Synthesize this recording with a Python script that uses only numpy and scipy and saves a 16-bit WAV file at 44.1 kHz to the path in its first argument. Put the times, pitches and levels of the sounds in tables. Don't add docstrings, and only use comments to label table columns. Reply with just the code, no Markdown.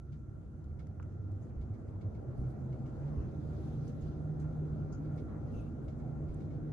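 import sys
import numpy as np
from scipy import signal
from scipy.io import wavfile
from scipy.ndimage import uniform_filter1d

SR = 44100
rng = np.random.default_rng(int(sys.argv[2]) if len(sys.argv) > 2 else 0)


def inscribe(sig):
    pcm = np.round(np.clip(np.atleast_2d(sig).T, -1, 1) * 32767)
    wavfile.write(sys.argv[1], SR, pcm.astype(np.int16))


def rack_gain(trim_db):
    fader = np.asarray(trim_db, float)
    return 10 ** (fader / 20)


N = 296352
TIME = np.arange(N) / SR

# time in seconds, turning tone in Hz, level in dB.
ROLLER_RIDE = [(0, 66.4, -55.5), (.55, 78.1, -51), (.85, 82.78, -53), (1.27, 96.1, -40.5),
               (1.45, 98.3, -51), (1.7, 100.6, -46), (2.1, 102, -43), (2.28, 124, -53.5),
               (2.45, 128.1, -41), (2.9, 130, -47), (3.08, 146, -41), (3.25, 152, -43.5),
               (3.85, 153, -44.5), (4.55, 152.3, -37.5), (5.1, 152.8, -46), (5.85, 150.3, -54),
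               (6.2, 150, -47), (6.72, 148.5, -43)]
CRUISE_HZ = 152
# frequency in Hz, width in Hz, level in dB.
CABIN_MODES = [(50.4, 14, -65), (75.66, 8.4, -54), (96.3, 11, -52.5), (129.76, 13, -52),
               (150.86, 13.2, -56.5)]
# frequency in Hz, width in Hz, level in dB.
WALL_MODES = [(212.8, 13, -57.5), (240.8, 11, -57.5), (282.6, 5.6, -63), (309.6, 16, -57.5),
              (351.2, 16, -62.5)]
# time in seconds, peak in dB, frame swing in Hz.
RAIL_JOINTS = [
    (0.468, -48, 72),
    (1.57, -31.5, 66.82),
    (2.39, -32.5, 62.4),
    (3.171, -30.5, 66),
    (4.028, -32.5, 67.2),
    (4.699, -39, 63.4),
    (5.56, -35, 58),
    (6.29, -34, 56),
]
# frequency in Hz, density in dB per Hz.
RUMBLE_SPECTRUM = [(12, -45), (20, -16.5), (64, 1.5), (103, -0.5), (139, -1.5), (160, -6.5), (178, -8),
                   (190, -16), (250, -40), (420, -120)]
# frequency in Hz, density in dB per Hz.
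ROAR_SPECTRUM = [(100, -22.5), (170, -4), (184, -12), (231, -5.5), (308, -8.5), (444, -13.5), (738, -21.5),
                 (905, -35), (1100, -41.5), (1430, -60.5), (2420, -120)]
# frequency in Hz, density in dB per Hz.
FAN_SPECTRUM = [(530, -33.5), (900, 0.5), (1020, -0.5), (1380, 0.5), (1530, -14), (1740, -8.5), (2600, -23),
                (3380, -46), (5720, -120)]
# frequency in Hz, density in dB per Hz.
DOOR_AIR_SPECTRUM = [(1290, -31), (2200, -1.5), (3000, -1.5), (3380, -0.5), (4720, -2), (5850, -7),
                     (6350, -11), (7920, -9.5), (9260, -12), (12100, -12.5), (12900, -21), (16800, -57.5),
                     (22000, -120)]
# centre in seconds, lift in dB, half length in seconds.
DOOR_GUSTS = [
    (1.456, 6, 0.042),
    (2.462, 2.5, 0.12),
    (3.101, 4.5, 0.37),
    (3.67, 8.5, 0.23),
    (3.888, 5.5, .05),
    (4.065, 7, 0.11),
    (4.701, 2, .2),
    (5.17, 3, 0.082),
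    (5.58, 6, 0.1),
    (6.36, 4.5, 0.083),
]
# centre in seconds, lift in dB, half length in seconds.
FAN_GUSTS = [(3.1, 4.5, 0.15), (3.2, 1, .1), (4.42, 3, .05), (5.35, 6, 0.071), (3.6, 2.5, .1)]
# frequency in Hz, width in Hz, level in dB over the whir.
HOUSING_MODES = [(1367, 190, 3), (1370, 74, -5), (1231, 62, -5.5), (2240, 47, -20), (6400, 450, -22)]
# frequency in Hz, wander in Hz, level in dB.
BLADE_TONES = [(1360, 9, -86.5), (1208, 9, -92), (241, 1.2, -62)]
# time in seconds, peak in dB, left-right lean in dB, track note in dB.
DOOR_KNOCKS = [(0.121, -67, -1, -78), (0.792, -65, 0, -69), (1.61, -70, 3, -76), (1.7391, -73, -1, -76),
               (1.8791, -75, 2, -78), (2.0106, -68.5, -1, -73), (2.146, -72, 1.5, -74),
               (2.2767, -90, 5, -85), (2.44, -79, -2.5, -79.5), (2.7248, -68.5, -1, -70),
               (2.857, -69, 1.5, -75), (3.0791, -73.5, -2, -76), (5.0484, -72, -1, -77),
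               (5.1752, -63, 0, -67), (5.2927, -77, -5, -78), (5.88, -64.5, -1, -71), (5.999, -75, 0, -75),
               (6.285, -73, -1, -76), (6.4036, -69, 1, -75), (6.504, -72.5, 2, -71.5)]
PANEL_HZ = [2780, 3450, 4775, 6360, 7400]
# level in dB, 60 dB decay in seconds.
PANEL_RINGING = [(-11, 0.06), (-12.5, 0.026), (-7, .03), (-16, 0.026), (-14.5, .04)]
# time in seconds, peak in dB, centre in Hz, 60 dB decay in seconds, left-right lean in dB.
TRIM_RINGS = [(1.0, -57, 1351, 0.14, -5), (1.028, -61, 1373, .1, -4), (.793, -60, 1330, 0.12, -1),
              (.87, -68, 1390, 0.078, -4), (1.422, -76.5, 6630, .15, 2), (3.875, -67, 6040, .06, -1),
              (4.008, -72.5, 7210, 0.11, -2), (4.397, -86, 6293, .11, 0), (4.922, -65, 6490, 0.17, 5),
              (4.926, -65, 5000, 0.14, -2), (5.539, -73, 2700, 0.49, 3), (5.56, -75, 3570, .4, 1)]
# time in seconds, peak in dB, centre in Hz, 60 dB decay in seconds, left-right lean in dB.
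TRIM_CREAKS = [(.708, -69, 2000, .05, -2), (1.000, -63, 1000, 0.055, -8), (1.027, -68, 2200, 0.062, -4),
               (1.026, -64, 6400, 0.026, 5), (1.122, -78, 2960, .04, -8), (2.375, -81, 9740, .15, 2),
               (2.49, -79.5, 9484, 0.21, -5.5), (5.041, -80, 10500, 0.045, 4), (5.135, -87, 10010, .089, 5),
               (5.605, -78, 9930, .17, -5), (5.84, -80.5, 9460, .3, -1), (6.343, -55.5, 7800, 0.014, 7),
               (.794, -69, 1700, 0.14, -3), (0.14, -70, 1700, 0.11, 2), (1.5, -72, 2000, .1, -3),
               (5.607, -76, 9200, .04, 0), (2.4, -80, 9300, .15, 2), (2.478, -82, 9500, .1, -4),
               (2.51, -82, 10200, .1, -4), (5.16, -83, 9800, .2, 3), (5.2, -83, 9800, .15, 3),
               (5.825, -83, 10300, .2, 0), (2.865, -78, 6500, .25, 0), (2.5, -78, 4300, .2, 0),
               (1.739, -78, 7400, .03, 0), (1.612, -75, 7400, .03, 0)]
# time in seconds, peak in dB, centre in Hz, 60 dB decay in seconds, left-right lean in dB.
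TRIM_RUSTLES = [(.642, -76, 4500, .03, 6), (.869, -66, 5000, .023, 1), (1.316, -67.5, 6000, .026, 4),
                (1.41, -81, 7000, .15, 2), (1.491, -75, 3002, .046, 3), (3.877, -67, 4495, .13, -2),
                (3.876, -71, 11000, .07, 0), (4.015, -73.5, 3200, .45, -5.5), (4.396, -67.5, 4880, .21, -1),
                (5.54, -85, 5000, .5, 2)]
# time in seconds, peak in dB, centre in Hz, width in octaves.
TRIM_SNAPS = [(.642, -66, 4500, 1.1), (0.793, -64, 5000, 1.54), (.869, -70, 6000, .7),
              (0.8689, -66, 1890, 0.61), (.9990, -45, 1000, 1.6), (.9992, -62, 2300, .9),
              (1.0263, -60, 2200, .8), (1.0265, -60, 1400, .5), (1.0273, -72, 6270, 0.46),
              (1.316, -70, 5970, 1.8), (2.726, -68, 3500, 1.73), (3.876, -66, 6334, 1.19),
              (4.397, -68, 6260, 1.2), (4.926, -56, 5800, 0.78), (6.343, -63, 8240, 0.5),
              (6.293, -70, 8636, 0.56)]
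# start in seconds, length in seconds, level in dB, start in Hz, end in Hz, left-right lean in dB.
TRIM_SCRAPES = [
    (5.536, .065, -76, 2760, 2620, 0),
    (5.61, .07, -84, 2700, 2750, 0),
    (5.55, .045, -85, 6450, 6150, 1),
    (5.47, 0.032, -78.5, 1950, 1900, 0),
    (3.17, .09, -83, 2700, 2650, -1),
]
# frequency in Hz, density in dB per Hz.
DRONE_SPECTRUM = [(65, -32.5), (110, -5), (140, 0), (167, -5), (178, -17), (227, -21.5), (306, -25.5),
                  (392, -33), (600, -40.5), (780, -77), (1320, -120)]
# frequency in Hz, wander in Hz.
LAMP_LINES = [(11880, 8), (12000, .3), (12145, 12)]
LAMP_DB = [-110, -108, -114]
# frequency in Hz, density in dB per Hz.
HISS_SPECTRUM = [(1470, -28.5), (2500, -1), (3730, -10), (6440, -2), (9230, -9), (12300, -13.5),
                 (16000, -45), (22000, -120)]
# frequency in Hz, left-right likeness from -1 to 1.
LIKENESS = [(30, 1), (45, 1), (75, 0.89), (100, 0.98), (200, 0.58), (300, 0.9), (480, .3), (1270, .2),
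            (2700, -0.12), (5000, .05), (9000, -.15), (12500, 0.4)]
# frequency in Hz, left minus right in dB.
LEANING = [(60, -1.5), (130, -2), (280, 0.5), (590, 2), (1270, 1), (2710, -4), (5820, 4), (12500, -2.5)]
# frequency in Hz, width in Hz, lift in dB.
PORT_PEAK = (6450, 700, 3.7)
BASS_LAG = 7


def rms_one(x):
    return x / np.sqrt(np.mean(x ** 2) + 1e-20)


def in_time(rows):
    s, *columns = np.transpose(rows)
    return [np.interp(TIME, s, c) for c in columns]


def at_hz(points, hz, outside=None):
    f, v = np.transpose(points)
    return np.interp(np.log(hz), np.log(f), v, left=outside, right=outside)


def bell(centre_s, half_s):
    return np.exp(-((TIME - centre_s) / half_s) ** 2)


def gusts_db(rows):
    return sum(lift_db * bell(s, half_s) for s, lift_db, half_s in rows)


def drift(rate):
    r = np.exp(-80 * np.pi * rate / SR)
    slow = signal.lfilter([1], [1, -2 * r, r * r], rng.standard_normal(N // 40 + 2002))[2000:]
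    return np.interp(np.arange(N) / 40, np.arange(len(slow)), rms_one(slow))


def lean(pan_db):
    return rack_gain([[pan_db / 2], [-pan_db / 2]])


def spread(pair, hz, pan_db=None):
    alike = np.clip(at_hz(LIKENESS, hz), -.99, .99)
    lean_db = at_hz(LEANING, hz) if pan_db is None else pan_db
    both = np.sqrt(1 + alike) * pair[0] + np.sqrt(1 - alike) * pair[1] * np.array([[1], [-1]])
    if hz < 400:
        both[1] = np.pad(both[1], (BASS_LAG, 0), "reflect")[:-BASS_LAG]
    return both * lean(lean_db) / np.sqrt(1 + alike)


def resonate(x, hz, width_hz):
    r = np.exp(-np.pi * width_hz / SR)
    return signal.lfilter([1, 0, -1], [1, -2 * r * np.cos(2 * np.pi * hz / SR), r * r], x)


def band_pass(x, hz, octaves):
    edges = np.clip(hz * 2 ** (np.array([-.5, .5]) * max(octaves, .05)), 50, 19000)
    return signal.sosfilt(signal.butter(2, edges, "band", fs=SR, output="sos"), x)


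def burst(hz, octaves, t60, rise_s):
    t = TIME[:SR // 2]
    grains = rng.standard_normal((2, len(t))) * rng.exponential(1, len(t))
    envelope = rack_gain(-60 * t / t60) * (1 - np.exp(-t / rise_s))
    return rms_one(band_pass(grains, hz, octaves)) * envelope / 2


def rollers(hz, level_db):
    strain = np.clip(1 - hz / CRUISE_HZ, 0, .3)
    phase = 2 * np.pi * np.cumsum(hz + (.8 + 7 * strain) * drift(5)) / SR
    waver_db = (2.3 + 9 * strain) * drift(13)
    height = np.sqrt(2) * rack_gain(level_db - 2.0 + waver_db)
    return height * np.sin(phase + np.array([[.14], [-.14]])) * lean(-1.2)


def hums(modes, drive_db, tone_hz=0):
    out, white = 0, rng.standard_normal((2, N + SR))
    for hz, width_hz, level_db in modes:
        once = resonate(white, hz, width_hz)
        tone = resonate(once, hz, width_hz)[:, SR:]
        meet_db = 4.5 * np.exp(-((tone_hz - hz) / 14) ** 2)
        out = out + rack_gain(level_db + meet_db) * spread(rms_one(tone), hz)
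    return rack_gain(drive_db) * out


def cabin(speed_db, hz):
    wall_db = 1.23 * speed_db + bell(4.9, 1.0)
    return hums(CABIN_MODES, 1.3 * speed_db + 3.0, hz) + hums(WALL_MODES, wall_db)


def joints():
    out, t = np.zeros(N + SR), TIME[:SR // 2]
    for s, peak_db, hz in RAIL_JOINTS:
        swing = np.sin(2 * np.pi * hz * t) + rack_gain(-7) * np.sin(2 * np.pi * 0.57 * hz * t)
        envelope = rack_gain(peak_db - 60 * t / 0.35) * (1 - np.exp(-t / 0.0038))
        out[round(s * SR):][:len(t)] += envelope * swing
    return np.array([out[:N], np.roll(out, BASS_LAG)[:N]]) * lean(-1.4)


def jolts_db():
    after = np.maximum(TIME - np.array(RAIL_JOINTS)[:, :1], 0)
    return np.sum((1 - np.exp(-after / 0.071)) * np.exp(-after / 0.16), axis=0)


def rush(layers, patchy_db):
    edges = 20 * 2 ** (np.arange(30) / 3)
    centres, widths = np.sqrt(edges[1:] * edges[:-1]), np.diff(edges)
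    shares = [rack_gain(at_hz(shape, centres, -200)) ** 2 * widths for shape, _ in layers]
    powers = np.array([rack_gain(level_db[::32]) ** 2 for _, level_db in layers])
    by_band = np.array([s / s.sum() for s in shares]).T @ powers
    out, white = 0, rng.standard_normal((2, 2, N + SR))
    for k, hz in enumerate(centres):
        sos = signal.butter(3, edges[k:k + 2], "band", fs=SR, output="sos")
        band = rms_one(signal.sosfilt(sos, white[k % 2])[:, SR:])
        gain = np.interp(TIME, TIME[::32], np.sqrt(by_band[k])) * rack_gain(patchy_db * drift(9))
        out = out + gain * spread(band, hz)
    return out


def rushing_air(speed_db):
    surge_db = 3 * bell(2.14, 0.95)
    fan_db = -72.5 + 1.3 * speed_db + surge_db + gusts_db(FAN_GUSTS)
    layers = [(RUMBLE_SPECTRUM, -46.5 + 0.48 * speed_db + jolts_db()),
              (ROAR_SPECTRUM, -50.23 + 1.76 * speed_db + surge_db),
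              (FAN_SPECTRUM, fan_db),
              (DOOR_AIR_SPECTRUM, -87.5 + 1.1 * speed_db + gusts_db(DOOR_GUSTS)),
              (HISS_SPECTRUM, np.full(N, -93.5)),
              (DRONE_SPECTRUM, np.full(N, -57.5))]
    return rush(layers, patchy_db=1.8)


def fan_housing(speed_db):
    whir_db = -79.5 + 0.61 * speed_db + 1.5 * drift(7.1)
    return hums(HOUSING_MODES, whir_db + 4.5 * bell(4.9, 0.55))


def blade_lines(speed_db):
    out = 0
    for hz, wander, level_db in BLADE_TONES:
        phase = 2 * np.pi * np.cumsum(hz + wander * drift(4)) / SR
        grow_db = speed_db * (2.5 if hz < 400 else .3)
        height = np.sqrt(2) * rack_gain(level_db + grow_db + 2.5 * drift(3))
        out = out + height * np.sin(phase + np.array([[.3], [-.3]]))
    return out


def panel_ring(t, chance):
    ring = 0
    for hz, (level_db, t60), c in zip(PANEL_HZ, PANEL_RINGING, chance):
        phase = 2 * np.pi * hz * (1 + .004 * c[1]) * t + .6 * c[2:, None]
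        ring = ring + rack_gain(level_db + 1.5 * c[0] - 60 * t / t60) * np.sin(phase)
    return ring


def knock_tail(chance):
    tail = spread(burst(2900, 1.62, 0.18, rise_s=0.0013), 3300, 0)
    for k in range(1, 4):
        late = round((k + .3 * np.tanh(chance[k, 0])) * 0.0082 * SR)
        touch = spread(burst(3000, 1.5, .025, rise_s=.0005), 3300, 0)
        tail[:, late:] += rack_gain(-3.5 * k) * touch[:, :-late]
    return tail


def track_note(t, note_db, chance):
    pair = np.sin(2 * np.pi * 2180 * t) + 0.7 * np.sin(2 * np.pi * 2260 * t + 3 * chance[4, 0])
    return rack_gain(note_db - 60 * t / .1) * (1 - np.exp(-t / 0.001)) * pair * lean(-7)


def rattle():
    out, t = np.zeros((2, N + SR)), TIME[:SR // 2]
    for s, peak_db, pan_db, note_db in DOOR_KNOCKS:
        chance = rng.standard_normal((len(PANEL_RINGING), 4))
        knock = rack_gain(-5.5) * panel_ring(t, chance) + rack_gain(-3.0) * knock_tail(chance)
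        sound = rack_gain(peak_db) * knock * lean(pan_db)
        out[:, round(s * SR):round(s * SR) + len(t)] += sound + track_note(t, note_db, chance)
    return out[:, :N]


def ticks():
    out = np.zeros((2, N + SR))
    for rows, octaves in (TRIM_RINGS, 0.21), (TRIM_CREAKS, .5), (TRIM_RUSTLES, 1.6):
        for s, peak_db, hz, t60, pan_db in rows:
            sound = rack_gain(peak_db) * spread(burst(hz, octaves, t60, rise_s=.0015), hz, pan_db)
            out[:, round(s * SR):round(s * SR) + sound.shape[1]] += sound
    return out[:, :N]


def snaps():
    out = np.zeros(N + SR)
    for s, peak_db, hz, octaves in TRIM_SNAPS:
        click = band_pass(band_pass(signal.unit_impulse(2000), hz, octaves), hz, octaves)
        out[round(s * SR):][:len(click)] += rack_gain(peak_db) * click / np.abs(click).max()
    return np.array([out[:N], np.roll(out, 3)[:N]]) * lean(-3)


def scrapes():
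    out, edge_s = np.zeros((2, N)), .006
    for s, length_s, level_db, start_hz, end_hz, pan_db in TRIM_SCRAPES:
        t = TIME - s
        hz = np.interp(t, [0, length_s], [start_hz, end_hz]) * (1 + 0.017 * drift(90))
        gate = np.clip(t / edge_s, 0, 1) * np.exp(-np.maximum(t - length_s, 0) / (3 * edge_s))
        grit = rms_one(band_pass(rng.standard_normal((2, N)), start_hz, .3))
        tone = np.sin(2 * np.pi * np.cumsum(hz) / SR)
        out += gate * rack_gain(level_db + 2.5 * drift(70)) * (tone + .7 * grit) * lean(pan_db)
    return out


def whine():
    out = np.zeros((2, N))
    for (hz, wander), level_db in zip(LAMP_LINES, LAMP_DB):
        phase = 2 * np.pi * np.cumsum(hz + wander * drift(8.6)) / SR
        out += np.sqrt(2) * rack_gain(level_db + 1.5 * drift(2)) * np.sin(phase)
    return out


def scene():
    hz, roller_db = in_time(ROLLER_RIDE)
    speed_db = 20 * np.log10(uniform_filter1d(hz, size=SR // 2) / CRUISE_HZ)
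    ride = rollers(hz, roller_db) + cabin(speed_db, hz) + joints()
    air = rushing_air(speed_db) + fan_housing(speed_db) + blade_lines(speed_db)
    trim = rattle() + ticks() + snaps() + scrapes()
    return ride + air + trim + whine()


def low_pass(x):
    return signal.sosfilt(signal.butter(12, 13900, fs=SR, output="sos"), x)


def record(dry):
    hz, width_hz, lift_db = PORT_PEAK
    unit = (1 - np.exp(-2 * np.pi * width_hz / SR)) / 2
    lifted = dry + (rack_gain(lift_db) - 1) * unit * resonate(dry, hz, width_hz)
    top_cut = signal.cheby2(5, 30, 14200, fs=SR, output="sos")
    mix = signal.sosfilt(top_cut, lifted)
    return low_pass(mix)


dry = scene()
out = record(dry)
inscribe(out)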